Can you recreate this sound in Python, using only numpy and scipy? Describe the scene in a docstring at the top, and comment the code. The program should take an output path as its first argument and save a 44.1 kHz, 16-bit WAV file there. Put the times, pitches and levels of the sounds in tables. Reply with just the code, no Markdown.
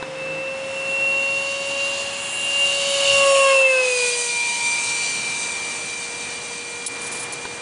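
"""A whining model jet turns in, races low over an open field and climbs away, its pitch falling as it passes.
Its five-bladed electric fan sings over air rushing through the duct, the tube around the fan.
The pitch is high coming and low going (the Doppler effect), and the ground echoes the buzz and rush.
A town murmurs far away. The camera that listens is knocked twice, its lens motor hisses near the end,
and its gain control turns everything down while the jet is loudest."""
import sys
import numpy as np
from scipy import signal
from scipy.fft import rfft, irfft
from scipy.io import wavfile
from scipy.ndimage import uniform_filter1d, minimum_filter1d, map_coordinates

SR = 44100
rng = np.random.default_rng(int(sys.argv[2]) if len(sys.argv) > 2 else 0)


def transcribe(signal):
    """Save signal, clipped to [-1, 1], as a 16-bit WAV file at the path in sys.argv[1]."""
    frames = np.atleast_2d(signal).T
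    limited = np.clip(frames, -1, 1)
    pcm = np.round(limited * 32767).astype(np.int16)
    wavfile.write(sys.argv[1], SR, pcm)


N = 335601
T = np.arange(N) / SR
FREQS = np.maximum(np.arange(N // 2 + 1) * SR / N, 1)
SPEED_M_S, PASS_S, CLOSEST_M = 36.7, 3.819, 14.94  # the jet's speed; when and how near it passes
SOUND_M_S = 343

# Tone colour of far traffic and breeze: pitch_hz, relative_db
TOWN_COLOUR = [(25, -26.5), (45, -15.5), (70, -5.5), (110, 0), (230, 2), (320, 1.5), (600, 1), (950, 3),
               (1400, -1.5), (2200, -0.5), (3500, -7.5), (6000, -12), (10000, -16)]
# Finger knocks on the camera: start_s, level_db
KNOCKS = [(.027, -15.5), (7.4534, -17)]
# How the camera body rings: pitch_hz, ring_s (time to fade by 60 dB), relative_db
BODY_RINGS = [(420, 0.05, -15.5), (995, 0.027, -6), (1520, 0.028, -8), (1650, .024, -15),
              (3730, 0.0085, -6)]
# The lens motor ticks, starts, runs and brakes: start_s, length_s, level_db
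LENS_MOVES = [(0.183, 0.0065, -37), (6.861, 0.025, -25.5), (7.013, 0.078, -34), (7.115, 0.13, -32.5),
              (7.322, 0.022, -27.5)]
# A gust hits the microphone as the camera swings after the jet: peak_s, half_width_s, level_db
GUST = (3.18, 0.16, -45.5)
# The level dips briefly as the lens starts to move: middle_s, half_width_s, change_db
LEVEL_DIP = (6.872, .011, -10)

# The jet dives, runs low and climbs: time_s, height_m
HEIGHT = [(0, 22), (1, 17.1), (2, 9.36), (3.2, 4.34), (4.3, 3.86), (4.65, 3.33), (5.1, 3.82), (5.5, 6),
          (6, 12.3), (7.61, 41)]
# Which side of the jet faces the listener: time_s, angle_deg (0 is the nose, 180 the tail)
VIEW_ANGLE = [(0, 111), (.45, 81), (.85, 51), (1.4, 39), (1.8, 35.3), (2.33, 2.9), (2.68, 17.6), (3.05, 33),
              (3.35, 61.6), (3.68, 91), (4.2, 148.3), (4.5, 183), (5.3, 176), (6.8, 149.5), (7.61, 146)]
# The fan's pitch climbs slowly, including the jet's turn toward us:
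# time_s, pitch_hz (before the drop of the fast pass)
FAN_PITCH = [(0, 470.2), (1, 487.1), (1.7, 495.6), (2.5, 501.1), (3.3, 504.6), (4.3, 517.8), (5.7, 521.9),
             (6.4, 525.2), (7.61, 527.9)]

# Pitches the rushing air rings at, before they slide with the fan: pitch_hz, width_hz, relative_db
ROAR_BANDS = [(362, 120, -8.5), (614, 540, 1.5), (1035, 370, 2), (1680, 880, -2.5)]
SWIRL_BANDS = [(2605, 406, 0)]
INTAKE_BANDS = [(3430, 900, -2), (4130, 460, -0.5), (4850, 1000, -8.5), (5640, 270, -4), (6620, 1180, 2),
                (7700.0, 1020.0, -3), (8950, 840, 1.5)]
NOZZLE_BANDS = [(3200, 590, -2), (4180, 1000, -0.5), (4970, 720, -0.5), (5900, 440, -13), (6560, 1160, 0.5),
                (7740, 1200, -2), (9000, 1000, 1.5), (9900, 1500, -3.5)]
# How much the air soaks up roar, swirl, rush and hiss, in that order: loss_db_per_m
AIR_LOSS = [.005, 0.032, 0.0072, 0.027]
# How loud each sound is from each side of the jet, at the closest distance: angle_deg, level_db
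ROAR_SPREAD = [(0, -31), (40, -30), (85, -26.5), (130, -32), (180, -37.5)]
SWIRL_SPREAD = [(0, -21.5), (40, -17.5), (90, -24), (180, -26)]
RUSH_SPREAD = [(0, -29), (13, -23.5), (24, -20), (36, -18.5), (52, -25.5), (90, -28), (120, -23),
               (150, -23), (180, -22)]
HISS_SPREAD = [(0, -20), (16, -23), (34, -23.5), (65, -21.5), (90, -27.5), (120, -21.5), (150, -17.5),
               (180, -18.5)]
BUZZ_SPREAD = [(0, -35), (40, -35.5), (90, -34), (150, -34), (180, -38)]
WHISTLE_SPREAD = [(0, -45), (62, -31.5), (90, -42), (130, -36), (180, -34)]
OCTAVE_SPREAD = [(0, -41.5), (20, -33.5), (45, -26), (60, -39.5), (78, -37.5), (180, -35)]

# Buzz of unequal blades, then overtones of the blade whine: spin_multiple, relative_db
BUZZ_TONES = {3: -3.2, 4: 0.39, 6: -7, 7: -3, 8: -15}
WHISTLE_TONES = {10: -0.91, 15: -18, 20: -9.5}
# Narrow beams of single fan tones: peak_s, spin_multiple, half_width_s, level_db
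BEAMS = [(3.14, 10, .037, -34.5), (3.255, 3, 0.046, -35), (3.275, 2, 0.088, -23.5), (3.306, 10, .037, -36),
         (3.324, 1, .08, -18), (3.436, 5, 0.036, -16), (3.466, 2, 0.11, -19), (3.484, 3, .037, -28),
         (3.48, 6, 0.045, -27.5), (3.51, 4, .037, -27), (3.655, 5, 0.047, -12.5), (3.655, 6, .037, -29),
         (3.685, 4, .037, -22), (3.728, 2, 0.12, -29), (3.76, 3, 0.048, -25), (3.85, 6, 0.044, -29),
         (3.88, 5, 0.2, -19), (3.988, 10, .037, -28), (4.06, 3, .037, -37), (4.135, 10, 0.023, -24.5),
         (4.22, 10, 0.022, -28.5), (4.514, 2, 0.33, -32)]
# The blade whine swells and fades on its way through the air: time_s, level_db
WHINE_LEVEL = [(0.0, -36), (0.12, -50), (0.21, -32.5), (0.49, -30.5), (0.61, -37.5), (1.04, -20),
               (1.29, -22.5), (1.59, -30.5), (1.84, -24), (2.18, -35.5), (2.63, -18), (2.96, -35),
               (3.14, -17.5), (3.37, -28), (3.39, -22), (3.66, -12), (4.24, -26.5), (4.39, -17.5),
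               (4.6, -26), (4.66, -19), (4.83, -26), (6.44, -36.5), (7.18, -35), (7.61, -39.5)]


def undb(db):
    """Turn decibels into a number to multiply a sound by."""
    return 10 ** (np.asarray(db) / 20)


def curve(table):
    """Join a table's (time, value) points with straight lines."""
    return np.interp(T, *np.transpose(table))


def bump(peak_s, half_width_s):
    """A smooth rise to 1 and fall back to 0."""
    return np.exp(-((T - peak_s) / half_width_s) ** 2)


def wander(rate_hz):
    """A smooth random drift, about 1 in size."""
    step = int(SR / rate_hz)
    stairs = np.repeat(rng.standard_normal(N // step + 1), step)
    smooth = uniform_filter1d(uniform_filter1d(stairs, step), step)[:N]
    return smooth / smooth.std()


def noise(gain):
    """Noise of strength 1, coloured by a gain for each frequency."""
    coloured = irfft(rfft(rng.standard_normal(N)) * gain, N)
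    return coloured / coloured.std()


def peaks(bands):
    """A gain for each frequency, with a steep peak at each band."""
    return np.sqrt(sum(undb(db) ** 2 / (1 + ((FREQS ** 2 - hz ** 2) / (FREQS * width)) ** 2) ** 2
                       for hz, width, db in bands))


def read(sound, place):
    """Play a sound from moving positions, even between its samples."""
    return map_coordinates(sound, [place], order=3, mode="mirror")


def flight():
    """Distance in metres and Doppler pitch factor for a straight, fast pass."""
    along_m = SPEED_M_S * (T - PASS_S)
    distance_m = np.hypot(along_m, CLOSEST_M)
    return distance_m, 1 / (1 + SPEED_M_S / SOUND_M_S * along_m / distance_m)


def heard_db(spread, loss_db_per_m=0):
    """A sound's level depends on which side of the jet we see, and drops with distance."""
    distance_m, _ = flight()
    side_db = np.interp(curve(VIEW_ANGLE), *np.transpose(spread))
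    return side_db + 20 * np.log10(CLOSEST_M / distance_m) - loss_db_per_m * (distance_m - CLOSEST_M)


def town(traffic_db=-36, drone_db=-46, drone_hz=156, fade_s=0.58):
    """Far traffic murmurs steadily while one engine drone dies away."""
    hz, colour_db = np.transpose(TOWN_COLOUR)
    colour = undb(np.interp(np.log(FREQS), np.log(hz), colour_db))
    traffic = undb(traffic_db + 0.87 * wander(4.6)) * noise(colour)
    cycle = 2 * np.pi * np.cumsum(drone_hz * (1 + 0.01 * wander(6.8))) / SR
    drone = sum(np.sin(k * cycle) for k in range(1, 4))
    return traffic + undb(drone_db + 3.6 * wander(10)) * bump(0, fade_s) * drone


def finger_knocks():
    """Each knock makes the camera body ring for a moment."""
    knocks = 0
    for start_s, level_db in KNOCKS:
        age_s = np.maximum(T - start_s, 0)
        for hz, ring_s, db in BODY_RINGS:
            fade = undb(level_db + db - 60 * age_s / ring_s)
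            knocks += fade * np.sin(2 * np.pi * hz * age_s)
    return knocks


def lens_motor(rattle=0.39, rise_s=0.0017, fall_s=0.0057):
    """The lens motor gives a thin, rattling hiss while it moves."""
    running = sum(undb(db) * np.clip((T - start) / rise_s, 0, 1)
                  * np.clip((start + length - T) / fall_s, 0, 1) for start, length, db in LENS_MOVES)
    shake = 1 + rattle * np.tanh(wander(130))
    hiss = noise(peaks([(9640, 670, 5.0), (7700, 3100, -3), (4200, 3500, -8.0)]))
    return running * shake * hiss


def microphone_wind(swing_db=-64):
    """Air rumbles on the microphone as the camera swings after the jet."""
    peak_s, half_width_s, gust_db = GUST
    swing = (CLOSEST_M / flight()[0]) ** 2  # fastest when the jet is closest
    wind = undb(gust_db) * bump(peak_s, half_width_s) + undb(swing_db) * swing
    return wind * undb(1.5 * wander(15)) * noise(peaks([(95, 92, 0), (205, 110, -2)]))


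def add_ground_echo(sound, share=0.35, mic_height_m=1.485, dull_hz=6500):
    """The field returns a duller copy; its changing delay gives a sweeping whoosh."""
    delay_s = 2 * curve(HEIGHT) * mic_height_m / flight()[0] / SOUND_M_S
    echo = irfft(rfft(sound) / np.sqrt(1 + (FREQS / dull_hz) ** 2), N)
    return sound + share * read(echo, (T - delay_s) * SR)


def duct_air(fan_hz, rest_hz=512, split_hz=6000, nozzle_deg=72, blend_deg=26, build_s=0.35):
    """Churning air makes the duct ring; the noise slides up and down with the fan's pitch."""
    place = np.cumsum(fan_hz) / rest_hz
    # We hear the intake from ahead and the nozzle from behind.
    behind = (1 + np.tanh((curve(VIEW_ANGLE) - nozzle_deg) / blend_deg)) / 2
    low = 1 / np.sqrt(1 + (FREQS / split_hz) ** 16)
    high = np.sqrt(1 - low ** 2)
    rush, hiss = (np.sqrt(1 - behind) * read(noise(band * peaks(INTAKE_BANDS)), place)
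                  + np.sqrt(behind) * read(noise(band * peaks(NOZZLE_BANDS)), place)
                  for band in (low, high))
    roar = read(noise(peaks(ROAR_BANDS)), place)
    swirl = read(noise(peaks(SWIRL_BANDS)), place)
    build_up = undb(-31.5 * np.exp(-T / build_s))  # rush and hiss start weak and grow
    layers = (roar, swirl, build_up * rush, build_up * hiss)
    levels_db = map(heard_db, (ROAR_SPREAD, SWIRL_SPREAD, RUSH_SPREAD, HISS_SPREAD), AIR_LOSS)
    gusts = undb(-0.3 * wander(11))
    return gusts * sum(undb(db + wander(35)) * layer for layer, db in zip(layers, levels_db))


def fan_buzz(turn, flutter_db=1.2, wobble_rad=0.16):
    """Slightly unequal blades buzz at multiples of the spin rate; the whine's overtones whistle above."""
    buzz = 0
    for tones, spread in ((BUZZ_TONES, BUZZ_SPREAD), (WHISTLE_TONES, WHISTLE_SPREAD)):
        level_db = heard_db(spread)
        for multiple, db in tones.items():
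            gain = undb(level_db + db + flutter_db * wander(18))
            buzz += gain * np.sin(multiple * turn + wobble_rad * wander(35))
    return np.sqrt(2) * buzz


def fan_beams(turn, wobble_rad=0.054):
    """Beams of fan tone sweep over the listener; churning air shakes the higher ones more."""
    shaken = turn + wobble_rad * wander(90)
    return np.sqrt(2) * sum(undb(db) * bump(peak_s, half_width_s) * np.cos(multiple * shaken)
                            for peak_s, multiple, half_width_s, db in BEAMS)


def fan_tones(turn, blades=5, hum_db=-12.0, tail_db=-9, leak=0.039, wobble_rad=0.13):
    """The off-balance fan hums at its spin rate and an octave up; its blades whine in fluttering air."""
    near = CLOSEST_M / flight()[0]
    angle = np.radians(curve(VIEW_ANGLE))
    tail_fade = undb(tail_db * np.maximum(-np.cos(angle), 0))
    sideways = np.hypot(np.sin(angle) * tail_fade, leak)  # the hum almost vanishes at nose and tail
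    hum = near * sideways * undb(hum_db + 0.02 * wander(30)) * np.sin(turn)
    flutter_db = 0.58 + 1.66 * near ** 2  # the fan's beams race past when the jet is close
    octave = undb(heard_db(OCTAVE_SPREAD) + flutter_db * wander(20)) * np.sin(2 * turn)
    whine_gain = undb(curve(WHINE_LEVEL) + flutter_db * wander(45))
    whine = whine_gain * np.sin(blades * turn + wobble_rad * wander(60))
    return np.sqrt(2) * (hum + octave + whine)


def scene():
    """Jet, town and camera noises meet at one microphone."""
    _, doppler = flight()
    fan_hz = curve(FAN_PITCH) * doppler
    turn = 2 * np.pi * np.cumsum(fan_hz) / SR  # the fan's angle as heard, in radians
    tones = fan_tones(turn) + fan_beams(turn)
    whoosh = add_ground_echo(fan_buzz(turn) + duct_air(fan_hz))
    dip_s, half_width_s, dip_db = LEVEL_DIP
    dip = undb(dip_db * bump(dip_s, half_width_s))
    mono = dip * (tones + whoosh + town()) + finger_knocks() + lens_motor() + microphone_wind()
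    return np.array([mono, mono])


def record(dry, limit_db=-14.0, hold_s=0.32, release_s=0.71, top_hz=10020):
    """Gain control turns loud sound down at once, waits, then recovers slowly; the top treble is cut."""
    level_db = 10 * np.log10(uniform_filter1d(dry[0] ** 2, int(.05 * SR)) + 1e-12)
    hold, release = int(hold_s * SR) | 1, int(release_s * SR) | 1  # odd numbers of samples
    held_db = minimum_filter1d(np.minimum(limit_db - level_db, 0), hold, origin=hold // 2)
    gain_db = np.minimum(held_db, uniform_filter1d(held_db, release, origin=release // 2))
    treble_cut = signal.ellip(14, .2, 80, top_hz, fs=SR, output="sos")
    return signal.sosfilt(treble_cut, dry * undb(gain_db))


dry = scene()
out = record(dry)
transcribe(out)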